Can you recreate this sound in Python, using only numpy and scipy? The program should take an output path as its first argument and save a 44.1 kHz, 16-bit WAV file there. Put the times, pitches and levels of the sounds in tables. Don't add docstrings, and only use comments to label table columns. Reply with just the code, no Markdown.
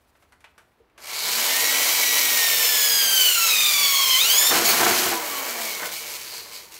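import sys
import numpy as np
from scipy import signal
from scipy.fft import rfft, irfft
from scipy.io import wavfile
from scipy.ndimage import uniform_filter1d

SR = 44100
rng = np.random.default_rng(int(sys.argv[2]) if len(sys.argv) > 2 else 0)


def materialize(psi):
    bounded = np.clip(np.atleast_2d(psi).T, -1, 1)
    quanta = np.round(bounded * 32767).astype(np.int16)
    wavfile.write(sys.argv[1], SR, quanta)


def voltage_ratio(level):
    return 10 ** (np.asarray(level, float) / 20)


N = 299439
T = np.arange(N) / SR
TEETH = 7
CRUISE_HZ = 2000
RELEASE_S = 5.06
TOP_HZ = 15650
# from seconds, to seconds.
LOOSE_SPAN_S = (4.5, 5.15)


def unit(x):
    return x / np.sqrt(np.mean(x ** 2))


def curves(table):
    s, *columns = np.transpose(table)
    return [np.interp(T, s, c) for c in columns]


def swells(table):
    return sum(np.interp(T, [s - rise, s, s + fall], [0, db, 0]) for s, db, rise, fall in table)


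def between_s(start, stop, soft=.01):
    return uniform_filter1d(1. * (T > start) * (T < stop), int(soft * SR))


def walk(rate):
    k = int(SR / rate)
    steps = np.repeat(rng.standard_normal(N // k + 1), k)
    return unit(uniform_filter1d(uniform_filter1d(steps, k), k)[:N])


def band(x, lo_hz, hi_hz):
    return signal.sosfilt(signal.butter(2, [lo_hz, hi_hz], "band", fs=SR, output="sos"), x)


def resonances(hz, rings):
    return sum(db / (1 + (2 * (hz - f) / width) ** 2) for f, width, db in rings)


def colour(x, spectrum, rings=()):
    hz = np.maximum(np.arange(N // 2 + 1) * SR / N, 1.)
    point_hz, point_db = np.transpose(spectrum)
    db = np.interp(np.log(hz), np.log(point_hz), point_db) + resonances(hz, rings)
    return unit(irfft(rfft(x) * voltage_ratio(db), N))


# start in seconds, mesh rate gained in Hz, rise in seconds.
RUN_UPS = [
    (.97, 2000, .37),
    (4.17, 850, .185),
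    (4.52, 655, .2),
]
# time in seconds, mesh rate lost in Hz.
DRAG = [(1.85, 0), (2.01, 19), (2.3, 106), (2.7, 245), (3.09, 419), (3.26, 505), (3.42, 652), (3.55, 757),
        (3.85, 870), (4.1, 948), (4.17, 983), (4.65, 995), (4.72, 1120), (4.92, 983)]


def motor():
    runs = [hz * np.tanh(np.clip(T - s, 0, None) / rise) for s, hz, rise in RUN_UPS]
    drag_hz, = curves(DRAG)
    coast = np.exp(-np.clip(T - RELEASE_S, 0, None) / 1.19)
    mesh_hz = (sum(runs) - drag_hz) * coast
    spin_oct = np.log2(runs[0] / CRUISE_HZ + 1e-4)
    bite = np.tanh(drag_hz / 510)
    return mesh_hz, spin_oct, np.log2(coast), bite


# from seconds, to seconds, level in dB.
CONTACTS = [
    (.97, 4.52, 1.5),
    (4.65, 4.715, 3),
]
# peak in seconds, level in dB, rise in seconds, fall in seconds.
PUSHES = [
    (1.95, 1, .3, 0.28),
    (3.1, 2.5, 0.37, 0.37),
    (3.98, -0.5, .15, 0.14),
    (4.27, -0.5, 0.11, .14),
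]


def tooth_load(spin_oct):
    loaded = sum(voltage_ratio(db) * between_s(start, stop) for start, stop, db in CONTACTS)
    return loaded * voltage_ratio(12 * spin_oct + swells(PUSHES))


# multiple of the mesh rate, level in dB idling, dB gained by biting.
LOWER = [(1, -39, -1.5), (2, -40, 10), (3, -36, 7.5)]
# multiple of the mesh rate, level in dB.
UPPER = [(4, 2.5), (5, 0), (6, -2), (7, -5.5), (8, -9), (9, -13), (10, -14), (11, -17), (12, -17),
         (13, -18), (14, -16)]
# centre in Hz, width in Hz, lift in dB.
GEAR_RINGS = [(1070, 85, 10.5), (1380, 64, 7.5), (1580, 46, 2), (1874, 260, 9.5), (2110, 200, -7),
              (2450, 340, 3), (3056, 350, 8.5), (3620, 150, 5.5), (3873, 67, 7), (4960, 480, 6),
              (5940, 180, 5)]
# frequency in Hz, level in dB.
GEAR_CASE = [(4000, -3), (5000, -2), (6000, -5), (6700, 3), (8000, -7.5), (9500, 0.5), (11000, -3),
             (12500, 9.5), (13700, 6), (14800, 14)]


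def whine(mesh, mesh_hz, spin_oct, bite, unsteady, patchy):
    upper_db = -42 + 14 * bite - 7 * (T > LOOSE_SPAN_S[0]) + 40 * spin_oct
    upper_db = upper_db - 30 * np.clip(.25 - unsteady, 0, 1)
    scale = np.arange(8000.)
    rings_db = resonances(scale, GEAR_RINGS)
    case_hz, case_db = np.transpose(GEAR_CASE)
    partials = []
    for k, idle_db, bite_db in LOWER:
        ring_db = np.interp(k * mesh_hz, scale, rings_db)
        partials.append((k, idle_db + bite_db * bite + 11 * k * spin_oct + ring_db))
    for k, db in UPPER:
        partials.append((k, upper_db + db + np.interp(k * mesh_hz, case_hz, case_db)))
    out = np.zeros(N)
    for k, db in partials:
        flutter_db = 0.66 * np.roll(patchy, k * SR // 3) + (1.15 + 2.1 * unsteady) * walk(110)
        out += voltage_ratio(db + flutter_db) * np.sin(k * mesh) * (k * mesh_hz < TOP_HZ)
    return out


# multiple of the turning rate, level in dB.
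UNEVEN = [(6, -12), (8, -4), (9, -12), (11, -6), (12, -33), (13, -29), (15, -9), (20, -15)]


def uneven_teeth(mesh, patchy):
    return sum(voltage_ratio(db + 1.9 * np.roll(patchy, k * SR // 4)) * np.sin(k * mesh / TEETH + k ** 2)
               for k, db in UNEVEN)


# middle in seconds, length in seconds, multiple of the turning rate, level in dB.
ROTOR_KNOCKS = [
    (2.75, 0.76, 2, -47),
    (5.167, 0.13, 3, -32),
    (5.36, 0.15, 4, -33.5),
    (5.603, 0.13, 3, -35),
    (5.844, .05, 8, -37),
    (6.34, .06, 8, -48),
    (6.527, 0.12, 10, -51),
    (6.7, 0.22, 10, -57),
]


def rotor_knocks(turn):
    return sum(voltage_ratio(db) * np.exp(-((T - s) / (length / 2)) ** 2) * np.sin(round(k) * turn)
               for s, length, k, db in ROTOR_KNOCKS)


def rotor_wobble(turn, mesh_hz, coast_oct, bite):
    steadied_db = -19 * np.clip((bite - .26) / 0.087, 0, 1)
    db = -44.5 + 18 * np.log2(mesh_hz / CRUISE_HZ + 1e-4)
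    db = db + np.where(T < 4.73, steadied_db, 4.5 + 7 * coast_oct)
    return voltage_ratio(db + 1.2 * walk(14)) * np.sin(turn)


def gears(mesh_hz, turn, spin_oct, coast_oct, bite):
    unsteady = np.clip(0.094 + 0.56 * bite, 0, 1)
    contact = tooth_load(spin_oct)
    patchy = walk(5.964)
    twist = 2 * np.pi * np.cumsum(0.00905 * unsteady * mesh_hz * walk(140)) / SR
    mesh = TEETH * turn + twist + 0.78 * unsteady * walk(200)
    between = voltage_ratio(-32.0 - 27 * unsteady) * uneven_teeth(mesh, patchy)
    teeth = contact * voltage_ratio(2.0) * (whine(mesh, mesh_hz, spin_oct, bite, unsteady, patchy) + between)
    windings = contact * bite ** .5 * voltage_ratio(-58.5 + 1.5 * patchy) * np.sin(2 * np.pi * 240 * T)
    return teeth + rotor_wobble(turn, mesh_hz, coast_oct, bite) + rotor_knocks(turn) + windings


def chatter(turn, depth, spread_db, rate):
    return rng.standard_normal(N) * (1 + depth * np.cos(turn)) * voltage_ratio(spread_db * walk(rate))


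# frequency in Hz, level in dB per Hz.
HOUSING = [(760, -31.5), (1300, -11.5), (1720, -12), (1910, -7), (2060, -4), (2280, -1), (3650, -6),
           (4010, -1.5), (5450, -2.5), (5940, -3.5), (10000, -8), (13000, -6), (22000, -120)]
# centre in Hz, width in Hz, lift in dB.
CASE_RINGS = [(2190, 350, 2.5), (4300, 330, 2), (6580, 620, 2.5)]
# frequency in Hz, level in dB per Hz.
HISS = [(2000, -29), (3000, 7.5), (4300, -7), (7700, 2.5), (9000, -2.5), (10200, -8.5), (11500, 2.5),
        (13500, 4), (16000, 4.5)]
# peak in seconds, level in dB, rise in seconds, fall in seconds.
AIR_SWELL = [
    (1.9, 0.5, 0.53, 0.77),
    (3.15, 4.5, 0.98, 0.3),
]
# peak in seconds, level in dB, rise in seconds, fall in seconds.
LURCHES = [(3.12, -4, .3, 0.14), (4.33, 1, .1, 0.14), (4.504, 1.5, .05, .015), (4.568, 2.5, 0.075, 0.055),
           (4.64, -3, 0.05, .01), (4.656, 4.5, .014, 0.14), (4.802, 2, .03, 0.36),
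           (5.184, -4.5, 0.076, 0.077), (5.37, 2, .01, 0.051), (5.506, 3.5, 0.049, .035),
           (5.636, 5, .09, 0.25), (5.866, 5.5, 0.059, .04), (5.918, 6.5, .012, 0.24),
           (6.158, 5.5, 0.12, .02), (6.382, 5, 0.3, .05), (6.472, -1, .07, 0.037), (6.548, 6.5, 0.046, .06),
           (6.708, -8.5, 0.069, .008), (6.72, 2.5, .008, .2)]


def housing(turn, free_oct, bite, loose, lifted):
    roar_db = -20 + 8 * free_oct - 1.85 * bite - 6 * lifted + swells(LURCHES)
    air_db = -1.5 + 3.5 * free_oct - 2 * loose + swells(AIR_SWELL) + 2.8 * lifted
    roar = colour(chatter(turn, 0.21, 1.93, 400), HOUSING, CASE_RINGS) * voltage_ratio(-1.5)
    hiss = colour(chatter(turn, 0.15, 1.82, 600), HISS) * voltage_ratio(air_db)
    return voltage_ratio(roar_db) * (roar + hiss)


# frequency in Hz, level in dB per Hz.
LOOSE_SHEET = [(110, -38), (180, -16.5), (225, -14), (410, -9), (584, -16), (705, -6), (882, -10.5),
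               (1030, -11.5), (1450, -9), (3000, -19.5), (3900, -28), (6600, -120)]
# centre in Hz, width in Hz, lift in dB.
SHEET_RINGS = [(258, 60, 0.5), (362, 83, 2.5), (670, 150, 2), (1039, 180, 3)]
# frequency in Hz, level in dB per Hz.
HELD_SHEET = [(110, -53), (180, -25.5), (269, -17), (307, -16.5), (483, -6), (585, -7.5), (1080, -4.5),
              (1230, -8.5), (2000, -8), (2600, -21), (4400, -120)]
# peak in seconds, level in dB, rise in seconds, fall in seconds.
BANGS = [(1.41, 2.5, 0.22, 0.96), (2.39, 1, .08, .03), (3.21, -1.5, 0.037, .08), (3.31, -4, 0.055, 0.17),
         (3.83, 2.5, 0.092, 0.054), (4.45, 4, 0.25, 0.03), (4.524, 9, 0.026, .13),
         (4.74, 2.5, 0.086, 0.025), (4.834, 9.5, 0.075, 0.016), (4.866, 8.5, .016, 0.11),
         (5.064, 2.5, .02, 0.11), (5.55, 3.5, 0.31, 0.28), (5.832, 8.5, 0.046, 0.081),
         (6.36, 0.5, .15, .08), (6.7, -6, 0.064, 0.036)]


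def shuddering_sheet(knocks, speed_oct, spin_oct, coast_oct, loose):
    sheet_db = -33 + 6 * speed_oct + 4 * coast_oct + 5 * loose + swells(BANGS)
    rumble_db = -29.5 - 9.5 * np.clip(speed_oct - spin_oct, -.9, 1) + 8 * loose + 2.8 * walk(7)
    sheet = loose * colour(knocks, LOOSE_SHEET, SHEET_RINGS) + (1 - loose) * colour(knocks, HELD_SHEET)
    rumble = unit(band(band(rng.standard_normal(N), 80, 230), 80, 230)) * voltage_ratio(rumble_db)
    return voltage_ratio(sheet_db) * (sheet + rumble) * (T > RUN_UPS[0][0])


def singing(table, width_hz):
    s, length, hz, db = np.transpose(table)
    carrier = 2 * np.pi * np.cumsum(np.interp(T, s, hz)) / SR
    size = sum(np.interp(T, [a - d, a, a + d], [0, voltage_ratio(g), 0]) for a, d, g in zip(s, length, db))
    return size * (walk(width_hz) * np.cos(carrier) + walk(width_hz) * np.sin(carrier))


# peak in seconds, rise and fall in seconds, pitch in Hz, level in dB.
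PANEL_SONG = [
    (1.15, 0.13, 2250, -38),
    (1.5, 0.31, 2226, -55),
    (2.1, 0.84, 2253, -31.5),
    (5.25, .2, 2175, -39.5),
    (5.5, 0.19, 2340, -44),
    (5.66, 0.21, 2280, -37),
    (5.82, 0.16, 2123, -40),
    (6.0, .13, 2337, -42),
]
# peak in seconds, rise and fall in seconds, pitch in Hz, level in dB.
VENT_SONG = [
    (1.27, .2, 4300, -29.5),
    (5.7, .08, 4300, -47),
    (5.93, .12, 4100, -41),
    (6.34, 0.19, 4495, -40.5),
    (6.56, 0.074, 4470, -41),
]


def drill():
    mesh_hz, spin_oct, coast_oct, bite = motor()
    turn = 2 * np.pi * np.cumsum(mesh_hz) / (TEETH * SR)
    speed_oct = np.log2(mesh_hz / CRUISE_HZ + 1e-4)
    loose = between_s(*LOOSE_SPAN_S)
    lifted = between_s(LOOSE_SPAN_S[1], T[-1] + 1, soft=0.14)
    knocks = chatter(turn, 0.14, 1.38, 90)
    noise = housing(turn, spin_oct + coast_oct, bite, loose, lifted)
    noise = noise + shuddering_sheet(knocks, speed_oct, spin_oct, coast_oct, loose)
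    noise = noise + lifted * voltage_ratio(-50 + 6.5 * coast_oct) * unit(band(knocks, 235, 620))
    songs = singing(PANEL_SONG, 250) + singing(VENT_SONG, 1900)
    return voltage_ratio(0.38 * walk(25.16)) * noise + gears(mesh_hz, turn, spin_oct, coast_oct, bite) + songs


# start in seconds, peak in dB, pitch in Hz, relative treble in dB, width in octaves.
TAPS = [(0.152, -47.5, 1130, -21, 2.0), (0.224, -46.5, 1140, -8, 2.1), (0.322, -39.5, 1300, -10, 1.1),
        (0.405, -47, 999, -5, 2.3), (0.442, -34, 1320, -16, 1.9), (0.579, -36, 1000, -9, 2),
        (0.96, -52, 703, -24, 2.1), (0.978, -36, 930, -7, 2.9), (0.994, -39, 810, -11, 1.8),
        (1.029, -45, 703, -14, 1.9), (1.043, -39, 721, -13, 1.8), (1.077, -37, 1070, -19, 1.8),
        (0.7173, -57, 2100, -14, 0.4), (0.8979, -50, 2120, -14, 0.4), (0.799, -44, 423, -30, 0.31)]


def taps():
    length = 8192
    out = np.zeros(N + length)
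    t = np.arange(length) / SR
    for s, db, hz, treble_db, octaves in TAPS:
        fade = np.exp(-np.log(1000) * t / 0.12 * (1 + (hz / 1900) ** 4))
        reach = 2 ** (max(octaves, .1) / 2)
        body = unit(band(rng.standard_normal(length), hz / reach, hz * reach)) * fade
        tick = unit(band(rng.standard_normal(length), 3000, 11000)) * fade ** 1.4 * voltage_ratio(treble_db)
        start = int(s * SR)
        out[start:start + length] += voltage_ratio(db - 8.0) * (body + tick)
    return out[:N]


# time in seconds, level in dB.
SHUFFLE = [
    (0.0, -76),
    (0.12, -66.5),
    (0.274, -77),
    (0.488, -79),
    (0.684, -75),
    (0.95, -101.5),
]
# frequency in Hz, level in dB per Hz.
SHOP = [(15, -26), (40, -5), (70, 2.5), (110, -7), (170, -11.5), (260, -8), (500, -10.5), (1000, -11.5),
        (1900, -17.5), (4400, -27), (7000, -37), (15500, -36)]


def shop():
    hum = colour(rng.standard_normal(N), SHOP) * voltage_ratio(-63.5 + 0.13 * walk(2.7))
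    rustle = unit(band(chatter(0, 0, 3.3, 73), 2000, 15000)) * voltage_ratio(curves(SHUFFLE)[0]) * (T < 1)
    return hum + rustle


def room(near):
    t = np.arange(SR // 2) / SR
    tail = rng.standard_normal(len(t)) * np.exp(-np.log(1000) * t / 0.33) * (t > .004)
    return voltage_ratio(-5.5) * signal.fftconvolve(near, tail / np.sqrt(np.sum(tail ** 2)))[:N]


def scene():
    near = drill() + taps()
    heard = near + room(near)
    return np.tile(heard * voltage_ratio(-1.44) + shop(), (2, 1))


# middle in seconds, level in dB re the sound.
SPLITS = [(2.38, -9), (2.475, -15), (2.52, -13), (2.66, -10), (2.845, -6), (3.22, -10), (3.80, -9),
          (5.47, -10)]


def parted_treble(sound):
    blink = sum(voltage_ratio(db) * np.cos(np.pi * np.clip((T - s) / .046, -.5, .5)) for s, db in SPLITS)
    side = blink * np.roll(band(band(sound, 4700, 16000), 4700, 16000), SR // 20)
    return np.array([side, -side])


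def top_cut(x):
    return signal.sosfilt(signal.butter(12, 16570, fs=SR, output="sos"), x)


def record(dry):
    low_pass = signal.ellip(10, .2, 80, TOP_HZ, fs=SR, output="sos")
    mix = signal.sosfilt(low_pass, dry + parted_treble(dry[0]))
    return top_cut(mix)


dry = scene()
out = record(dry)
materialize(out)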